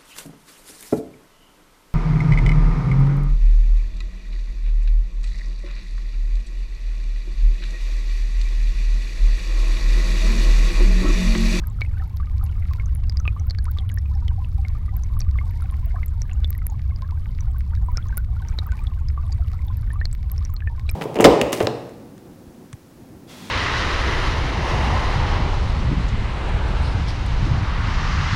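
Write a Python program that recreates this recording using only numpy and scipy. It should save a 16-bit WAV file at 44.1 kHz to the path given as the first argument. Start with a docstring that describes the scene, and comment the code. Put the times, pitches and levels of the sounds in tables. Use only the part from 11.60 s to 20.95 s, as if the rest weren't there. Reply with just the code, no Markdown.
"""Under water in a rocky stream

The microphone sits in a sealed camera housing, in the shallows, with the current rumbling against it.
Close by, air bubbles are pinched off and ring as short damped sines; swarms of faint ones babble.
Drifting grit ticks on the housing, whose lid, lens and port ring as broad, damped modes.
Rocks and the surface add a short, dull tail; behind lie the wash of far water and microphone hiss,
both shaped noise."""
import sys
import numpy as np
from scipy import signal
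from scipy.fft import rfft, irfft, next_fast_len
from scipy.io import wavfile
from scipy.ndimage import map_coordinates

SR = 44100
rng = np.random.default_rng(int(sys.argv[2]) if len(sys.argv) > 2 else 0)


def waveform_to_disk(signal):
    """Save audio, clipped to [-1, 1], as 16-bit WAV at the path in sys.argv[1]."""
    frames = np.transpose(np.atleast_2d(signal))
    scaled = np.clip(frames, -1, 1) * 32767
    samples = np.round(scaled).astype(np.int16)
    wavfile.write(sys.argv[1], SR, samples)


N = 412335

# flow on the housing, relative spectrum: (frequency [Hz], density [dB per Hz])
RUMBLE_SPECTRUM = [(4, -18), (26, -1.5), (45, -4.5), (66, 2), (92, -4.5), (113, -10), (136, -22),
                   (156, -22), (250, -37.5), (400, -62), (900, -120)]
# swells of the current: (time [s], rumble swell [dB], babble swell [dB])
CURRENT_SWELLS = [(0, -2.5, 4.5), (1, -1.5, 3), (1.7, -0.5, 5.5), (2.5, -1, 4.5), (3.5, 0, 2.5),
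                  (4.3, -1.5, 7.5), (5.2, -1.5, 2), (5.8, -1, 3.5), (6.5, -0.5, 4), (7.2, -2, 5.5),
                  (7.8, -1, 1), (8.3, 0, 3.5), (8.8, -3, 3.5), (9.35, -2, 2)]
# clearest bubbles near the microphone:
# (time [s], starting pitch [Hz], level before the soft start [dB], starting glide [% a cycle])
NEAR_BUBBLES = [(.036, 1660, -39, -.6), (.0714, 12430, -23, -1), (.1004, 7300, -42, .5),
                (.187, 1350, -40, -.1), (.2064, 1330, -33, -2), (.211, 3870, -38, -.9),
                (.217, 2250, -18, 0), (.2173, 4300, -29, -1.2), (.249, 2180, -34, -.5),
                (.262, 2550, -41, 0), (.397, 1740, -37, .4), (.402, 780, -42, 0), (.421, 1310, -33, -.1),
                (.5675, 13890, -32, -1.1), (.6, 1190, -31, -.4), (.63, 1500, -42, .9),
                (.812, 1220, -35, .7), (.84, 11860, -26, -1.2), (.852, 11870, -38, -.3),
                (1.025, 2180, -37, -1), (1.1105, 1130, -33, -.8), (1.1347, 14430, -35, .1),
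                (1.1985, 2220, -29, -.3), (1.2587, 6270, -34, -.2), (1.351, 11220, -27, -1.8),
                (1.3673, 9810, -42, 0), (1.4966, 5040, -22, -.5), (1.5713, 5000, -23, -.2),
                (1.6, 5940, -30, .4), (1.602, 1360, -35, -.6), (1.6535, 2680, -31, -.6),
                (1.6537, 1190, -29, .2), (1.678, 2510, -15, -.1), (1.679, 1130, -37, .7),
                (1.764, 1120, -32, .4), (1.7975, 6090, -34, -.5), (1.87, 14260, -33, -.1),
                (1.899, 4620, -25, -.3), (1.9083, 4540, -20, -1.1), (1.9863, 1640, -36, .1),
                (1.9864, 4640, -26, -.8), (2.043, 10240, -31, -.3), (2.066, 1070, -33, -1.7),
                (2.0815, 1230, -29, 1.1), (2.1123, 15190, -22, .2), (2.1666, 1160, -37, .1),
                (2.1863, 3700, -23, -1.1), (2.198, 3270, -37, -.2), (2.292, 3330, -32, -2),
                (2.293, 11740, -35, -1.8), (2.299, 2230, -34, -2.5), (2.315, 1610, -40, .2),
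                (2.317, 6780, -36, -.5), (2.342, 11380, -28, -.1), (2.3635, 14720, -31, 1.3),
                (2.374, 1780, -30, .3), (2.3854, 5580, -31, -.4), (2.458, 2490, -42, 0),
                (2.512, 1000, -40, 0), (2.5513, 5370, -42, 0), (2.555, 800, -42, 0), (2.623, 950, -40, .1),
                (2.68, 2290, -37, -2.5), (2.6825, 3350, -27, -1.3), (2.7134, 1030, -37, -1.4),
                (2.78, 740, -37, .9), (2.817, 1010, -39, 0), (2.846, 2890, -35, -1.7), (2.98, 800, -42, 0),
                (3.05, 2210, -29, -.5), (3.151, 1230, -37, -.6), (3.281, 1190, -38, .1),
                (3.291, 2040, -40, -.4), (3.34, 1000, -40, .2), (3.367, 14460, -20, -.8),
                (3.436, 6230, -30, -.5), (3.567, 1230, -33, -1.6), (3.592, 11540, -26, -.2),
                (3.6055, 5850, -21, -.5), (3.616, 4740, -27, -.7), (3.619, 2470, -40, 0),
                (3.755, 1220, -33, -1.3), (3.787, 2100, -25, .1), (3.812, 1120, -33, .3),
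                (3.836, 890, -41, 0), (3.8925, 930, -42, .2), (3.909, 13710, -37, 0), (4.021, 1350, -34, 0),
                (4.022, 10500, -34, -.7), (4.112, 9940, -36, -1.5), (4.123, 1080, -37, -.4),
                (4.258, 14800, -27, 1), (4.308, 2060, -40, .2), (4.3425, 770, -35, -1.8),
                (4.343, 1010, -41, -.3), (4.357, 1540, -35, 1.2), (4.362, 1170, -29, -1.4),
                (4.384, 1210, -37, .5), (4.4313, 2120, -27, -.3), (4.461, 12090, -24, -.4),
                (4.482, 7700, -35, -.8), (4.6188, 6150, -21, -1.4), (4.714, 2760, -35, -.3),
                (4.733, 7000, -35, -.2), (4.845, 3540, -20, -.1), (4.9048, 14270, -12, -2.2),
                (4.95, 1990, -35, -.6), (4.9503, 14520, -37, -1.5), (4.979, 11840, -28, -.6),
                (4.988, 2100, -41, 0), (5.018, 2050, -41, -.3), (5.019, 1360, -37, -.7),
                (5.0674, 11880, -14, -.6), (5.094, 900, -39, 0), (5.1, 6780, -36, -.2),
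                (5.119, 800, -38, .5), (5.1215, 15220, -36, .2), (5.31, 2150, -43, 0), (5.32, 1100, -42, 0),
                (5.361, 4950, -35, -.3), (5.4224, 1030, -32, .2), (5.446, 1700, -43, -.7),
                (5.489, 1350, -39, -.3), (5.521, 930, -35, 1), (5.807, 6130, -30, -.5),
                (5.945, 1150, -38, -.9), (5.9855, 14960, -30, .2), (6.135, 1510, -34, -2.2),
                (6.285, 990, -25, -.1), (6.321, 14980, -37, .3), (6.372, 5640, -16, -1),
                (6.376, 2430, -37, -.5), (6.38, 1340, -27, .3), (6.485, 6440, -39, -.5),
                (6.526, 1550, -32, .1), (6.572, 10170, -14, -1.5), (6.577, 1420, -28, .3),
                (6.5771, 14140, -11, 0), (6.765, 1340, -38, .5), (6.886, 6010, -29, -.8),
                (6.988, 4090, -16, -.8), (7.018, 1250, -39, -.3), (7.0607, 1270, -34, .5),
                (7.0674, 14750, -27, 0), (7.07, 1110, -34, .8), (7.075, 1020, -38, -1.3),
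                (7.09, 1620, -36, -.7), (7.1195, 7460, -38, -1.8), (7.12, 1500, -31, 0),
                (7.131, 960, -37, 1), (7.19, 2360, -36, .2), (7.238, 8480, -39, -.6),
                (7.27, 3590, -29, -.8), (7.317, 1100, -39, -.7), (7.41, 900, -42, -.3),
                (7.486, 5110, -29, -.2), (7.5757, 1130, -27, .2), (7.635, 1150, -41, 0),
                (7.721, 4910, -33, -.3), (7.7255, 4650, -32, 0), (7.7258, 7010, -33, -.5),
                (7.823, 1340, -39, -.2), (7.935, 1230, -37, .8), (8.068, 13640, -34, .6),
                (8.083, 3570, -37, -.2), (8.101, 1030, -34, 0), (8.171, 12130, -31, 0),
                (8.2134, 11170, -40, -.2), (8.304, 1740, -31, .3), (8.333, 10150, -32, -.3),
                (8.334, 1050, -38, .3), (8.357, 1160, -33, .1), (8.4045, 4120, -42, 0),
                (8.4137, 1740, -23, .5), (8.4545, 4650, -16, -1.5), (8.5287, 8070, -26, -.4),
                (8.5507, 14400, -39, .2), (8.717, 12700, -17, -.3), (8.78, 5430, -30, 0),
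                (8.851, 5940, -25, -.4), (8.895, 1150, -38, -1), (8.9017, 7060, -42, 0),
                (8.938, 1300, -39, -.6), (8.94, 14630, -22, -.3), (8.965, 4370, -29, -.4),
                (9.005, 2650, -37, -1.2), (9.0216, 1680, -33, .1), (9.0737, 1810, -26, -.2),
                (9.0738, 2420, -35, .2), (9.099, 920, -38, .1), (9.122, 880, -38, .5),
                (9.1795, 1040, -39, 0), (9.267, 3900, -44, 0), (9.291, 3950, -26, 0),
                (9.2923, 2450, -22, -.4), (9.2953, 8820, -22, -1.3), (9.3, 5420, -27, -.7),
                (9.3143, 13650, -19, -1.7)]
# swarms of faint bubbles: (rate [per s], middle pitch [Hz], pitch spread [octaves],
# middle t60 [cycles], least level before swells [dB], size spread [dB])
FAINT_SWARMS = [(93.7, 1100, 0.301, 46, -54, 3), (49.6, 2150, 0.14, 54, -60.5, 1.5),
                (14.3, 3200, 0.27, 38, -58, 3.5), (30.2, 12500, 0.37, 70, -61.5, 3)]
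# clearest ticks of grit: (time [s], level before chance strength [dB], place [0 lid, 1 lens, 2 port])
GRIT_TICKS = [(0.21, -22, 1), (.426, -41, 0.49), (0.571, -31, 0.93), (0.6054, -35, 0.54), (.658, -41, 1.2),
              (.697, -37, 0.32), (.721, -51, 1.1), (.782, -37, 1), (.864, -38, 0.98), (.998, -34, 2),
              (1.086, -39, 0), (1.098, -44, 1), (1.1353, -22.5, .5), (1.209, -39, 0.77), (1.358, -35, 0.23),
              (1.438, -28, 0.63), (1.471, -40, 1.2), (1.523, -31.5, .8), (1.6726, -34, 2),
              (1.949, -28, 0.42), (2.055, -27.5, 0.6), (2.1173, -25, 2), (2.174, -29, 0.65),
              (2.299, -33, 0.94), (2.681, -30, 1.06), (3.084, -28.5, 0.93), (3.1845, -41, 2),
              (3.6016, -26, 1), (3.689, -39, 0), (3.712, -31, 1.2), (4.1415, -35, .1), (4.696, -32, 0.17),
              (4.837, -36, 0.17), (4.855, -33, 2.7), (4.877, -29, 2.3), (4.929, -26, 0.65),
              (5.195, -33, 0.25), (5.2187, -35, 1), (5.421, -26, 0.96), (5.509, -31, .8),
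              (5.6583, -34.5, 0), (5.75, -39, 0.89), (5.788, -34, 0.022), (6.007, -27.5, 0.44),
              (6.152, -28, 0.59), (6.445, -42, 2.1), (6.5785, -28, 0.91), (6.647, -33.5, 0.73),
              (6.994, -37, 0.68), (7.12, -26.5, 0.47), (7.502, -34.5, 0), (7.883, -30.5, .8),
              (7.9332, -30.5, 0.9), (8.514, -35, 1.1), (8.533, -30, 1.9), (8.55, -28, 0.65),
              (8.63, -29.5, 0.59), (8.699, -29.5, 1), (8.7634, -38, 1), (8.826, -35, 1),
              (8.8587, -34, 0.28), (9.005, -37, 0.066), (9.1958, -26, 0.63)]
# low modes of the housing: (frequency [Hz], width [Hz], level [dB])
LID_MODES = [(1100, 450, -12), (2100, 450, 0)]
# high modes of the housing: (frequency [Hz], width [Hz], level [dB])
LENS_MODES = [(3600, 900, -7), (4800, 1600, 0)]
# air in the microphone port: (frequency [Hz], width [Hz], level [dB])
PORT_MODES = [(13000, 5000, 0), (7500, 3000, -14)]
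# the whole shell flexing: (frequency [Hz], width [Hz], level [dB])
SHELL_MODES = [(306, 660, -3)]
# far water and microphone hiss, relative spectrum: (frequency [Hz], density [dB per Hz])
WASH_SPECTRUM = [(150, -12.5), (250, 0), (337, -1.5), (601, -7), (1090, -11.5), (1690, -15), (2120, -19),
                 (2710, -20.5), (3720, -20.5), (5200, -27.5), (8630, -31), (15100, -29), (16500, -69)]

MIDDLE_HZ = 2500  # pitch of a bubble of middle size
SETTLE_CYCLES = 12  # time constant in which a new bubble rounds out
LIFE_CYCLES, LIFE_DB_PER_OCTAVE = 80.5, -1  # t60 of a steady bubble; smaller ones ring fewer cycles
GLIDE_DAMPS = 0.32  # a bubble that changes shape fast dies sooner, per % of glide
SNAP_LID_DB, SNAP_PORT_DB = -12.5, -18  # pinch-off snap in lid and port
FALL_DB = 13  # a tick one place away from a part rings it this much less
HISS_TOP_HZ, TOP_HZ = 15800, 16950  # top of wash and faint bubbles; upper band limit of the camera


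def current_rumble(rumble_db):
    """The current presses unsteadily on the housing: deep noise that swells with the flow."""
    return amp(-20.0 + rumble_db) * noise(RUMBLE_SPECTRUM)


def near_bubbles():
    """Size sets the pitch; size and glide set how long each clear bubble rings."""
    s, hz, db, glide = np.transpose(NEAR_BUBBLES)
    octaves_small = np.maximum(np.log2(hz / MIDDLE_HZ), 0)
    steady_cycles = LIFE_CYCLES * amp(LIFE_DB_PER_OCTAVE * octaves_small)
    cycles = steady_cycles / (1 + GLIDE_DAMPS * np.abs(glide))
    return ring(zip(s, hz, db, 1000 * cycles / hz, glide), rise=3.1)


def swarms(babble_db):
    """Faint bubbles pinch off at random moments, louder while the babble swells."""
    rows = []
    for rate, middle_hz, octaves, life_cycles, db, spread_db in FAINT_SWARMS:
        count = int(rate * N / SR)
        when, size = rng.random((2000, 2))[:count].T  # when: share of the scene
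        pitch_luck, life_luck, glide_luck = rng.standard_normal((2000, 3))[:count].T
        pitch = np.clip(middle_hz * 2 ** (octaves * pitch_luck), 500, HISS_TOP_HZ)
        size_db = np.minimum(-spread_db * np.log(1 - size), 10)  # many small, few large
        swell_db = babble_db[(when * N).astype(int)]
        t60_ms = 1000 * life_cycles / pitch * np.exp(.3 * life_luck)
        rows += zip(when * N / SR, pitch, db + size_db + swell_db, t60_ms, .12 * glide_luck)
    return ring(rows, rise=1.1)


def ring(rows, rise):
    """Each bubble is a damped sine with a soft start, of time constant 1 / rise cycles or longer."""
    tones = np.zeros(N + SR)
    for s, hz, db, t60_ms, glide in rows:
        t = np.arange(int(t60_ms * SR / 1000)) / SR
        cycles = hz * t
        if glide > 0:  # the pitch climbs on while the bubble nears the surface
            bend = cycles ** 2 / 2
        else:  # or drops at first and then holds, as the bubble rounds out
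            bend = SETTLE_CYCLES * cycles - SETTLE_CYCLES ** 2 * (1 - np.exp(-cycles / SETTLE_CYCLES))
        phase = 2 * np.pi * (cycles + glide / 100 * bend)
        swell = 1 - np.exp(-rise * cycles * min(1, hz / MIDDLE_HZ))  # large bubbles start more softly
        envelope = amp(db - 60000 * t / t60_ms) * swell
        tones[round(s * SR):][:len(t)] -= envelope * np.sin(phase)
    return tones[:N]


def snaps():
    """Sample and level of each near bubble's pinch-off snap, hardest for fairly small bubbles."""
    s, hz, db, _ = np.transpose(NEAR_BUBBLES)
    return np.round(s * SR).astype(int), db - 8 * np.abs(np.log2(hz / 5000))


def thuds():
    """The pressure step of each near bubble pushes the whole shell, most for bubbles of middle size."""
    s, hz, db, _ = np.transpose(NEAR_BUBBLES)
    push_db = db - 6 * np.abs(np.log2(hz / MIDDLE_HZ))
    return struck(np.round(s * SR).astype(int), push_db, SHELL_MODES, contact_hz=1500)


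def ticks():
    """A tick rings each part of the housing as hard as it is near; bubble snaps ring lid and port."""
    s, db, place = np.transpose(GRIT_TICKS)
    at = np.round(s * SR).astype(int)
    lid_db, lens_db, port_db = (db - FALL_DB * np.abs(place - part) for part in range(3))
    snap_at, snap_db = snaps()
    both_at = np.r_[at, snap_at]
    lid = struck(both_at, np.r_[lid_db, snap_db + SNAP_LID_DB], LID_MODES, contact_hz=6000)
    lens = struck(at, lens_db, LENS_MODES, contact_hz=12000)
    port = struck(both_at, np.r_[port_db, snap_db + SNAP_PORT_DB], PORT_MODES, contact_hz=40000)
    return lid + lens + port


def sand(eddies_db):
    """Fine grains patter on lid, lens and port, each part with its own contact."""
    grains = grit(LID_MODES, 8600, eddies_db, count=1200, level_db=-65.0, spread_db=5.0)
    grains += grit(LENS_MODES, 13000, eddies_db, count=700, level_db=-62.5, spread_db=6)
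    grains += grit(LENS_MODES + PORT_MODES, 30000, eddies_db, count=1100, level_db=-65.5, spread_db=5.5)
    return grains


def grit(modes, contact_hz, bursts_db, count, level_db, spread_db):
    """Sand grains strike in loose clumps, many faint and a few strong."""
    clumps = N * rng.random(count // 3)
    scatter = .025 * SR * rng.standard_normal(count)
    at = (np.resize(clumps, count) + scatter).astype(int) % N
    size_db = np.minimum(spread_db * rng.exponential(size=count), 16)
    return struck(at, level_db + bursts_db[at] + size_db, modes, contact_hz)


def struck(at, db, modes, contact_hz):
    """Blows ring broad, damped modes, each at a new strength; a soft contact dulls the top."""
    luck_db = 2 * rng.standard_normal((len(at), len(modes)))
    out = np.zeros(N)
    for k, (centre, width, mode_db) in enumerate(modes):
        def shape(f):
            resonance = 1j * f * width / (centre * centre - f * f + 1j * f * width)
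            return resonance / (1 + 1j * f / contact_hz) ** 4

        blows = np.bincount(at, amp(db + mode_db + luck_db[:, k]), N)
        scale = SR / (1.5 * np.pi * width) / abs(shape(centre))  # a unit blow peaks near 1
        out += (-1) ** k * scale * filtered(blows, shape)
    return out


def rocks(x, t60, dull_hz):
    """Rocks and the surface send back a short, dull, diffuse tail."""
    t = np.arange(SR // 20) / SR
    tail = rng.standard_normal(len(t)) * amp(-60 * t / t60) * (t > .0008)
    echo = signal.fftconvolve(x, tail / np.linalg.norm(tail))[:N]
    return filtered(echo, lambda hz: 1 / (1 + 1j * hz / dull_hz) ** 2)


def far_wash(eddies_db):
    """Far water and microphone hiss: noise that follows the babble at under half its swing in dB."""
    hiss = filtered(noise(WASH_SPECTRUM), lambda hz: hz < HISS_TOP_HZ)
    return amp(-59 + 0.45 * eddies_db) * hiss


def wobble(rate):
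    """A smooth random curve, rate knots a second."""
    knots = rng.standard_normal(int(N * rate / SR) + 4)
    return map_coordinates(knots, [np.arange(N) * rate / SR])


def noise(spectrum):
    """Noise of rms 1 coloured by (frequency [Hz], density [dB]) points on a log axis."""
    f, db = np.transpose(spectrum)
    colour = lambda hz: amp(np.interp(np.log(hz + 1), np.log(f + 1), db))
    x = filtered(rng.standard_normal(N), colour)
    return x / np.sqrt(np.mean(x ** 2))


def filtered(x, response):
    """Sound x with its spectrum multiplied by a complex response of frequency."""
    m = next_fast_len(N + SR // 2)
    return irfft(rfft(x, m) * response(np.fft.rfftfreq(m, 1 / SR)), m)[:N]


def curves(rows):
    """One value per sample for each column after the time."""
    s, *cols = np.transpose(rows)
    return [np.interp(np.arange(N) / SR, s, c) for c in cols]


def amp(db):
    """Gain of a level in dB."""
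    return 10 ** (np.asarray(db) / 20)


def scene():
    """Rumble, bubbles, ticks, grit and far wash; eddies bring the faint bubbles and grit in bursts."""
    rumble_db, babble_db = curves(CURRENT_SWELLS)
    eddies_db = babble_db + 3 * wobble(6)
    rumble = current_rumble(rumble_db)
    wash = far_wash(eddies_db)
    grains = sand(eddies_db)
    near = near_bubbles() + swarms(eddies_db) + ticks() + grains
    shell = thuds()
    echoes = amp(-9.5) * rocks(near, t60=0.025, dull_hz=4100)
    return (rumble + wash + near + shell + echoes)[None]


def record(dry):
    """The camera keeps nothing above its band limit; the last 400 Hz below it fade out."""
    return filtered(dry[0], lambda hz: np.clip((TOP_HZ - hz) / 400, 0, 1))[None]


dry = scene()
out = record(dry)
waveform_to_disk(out)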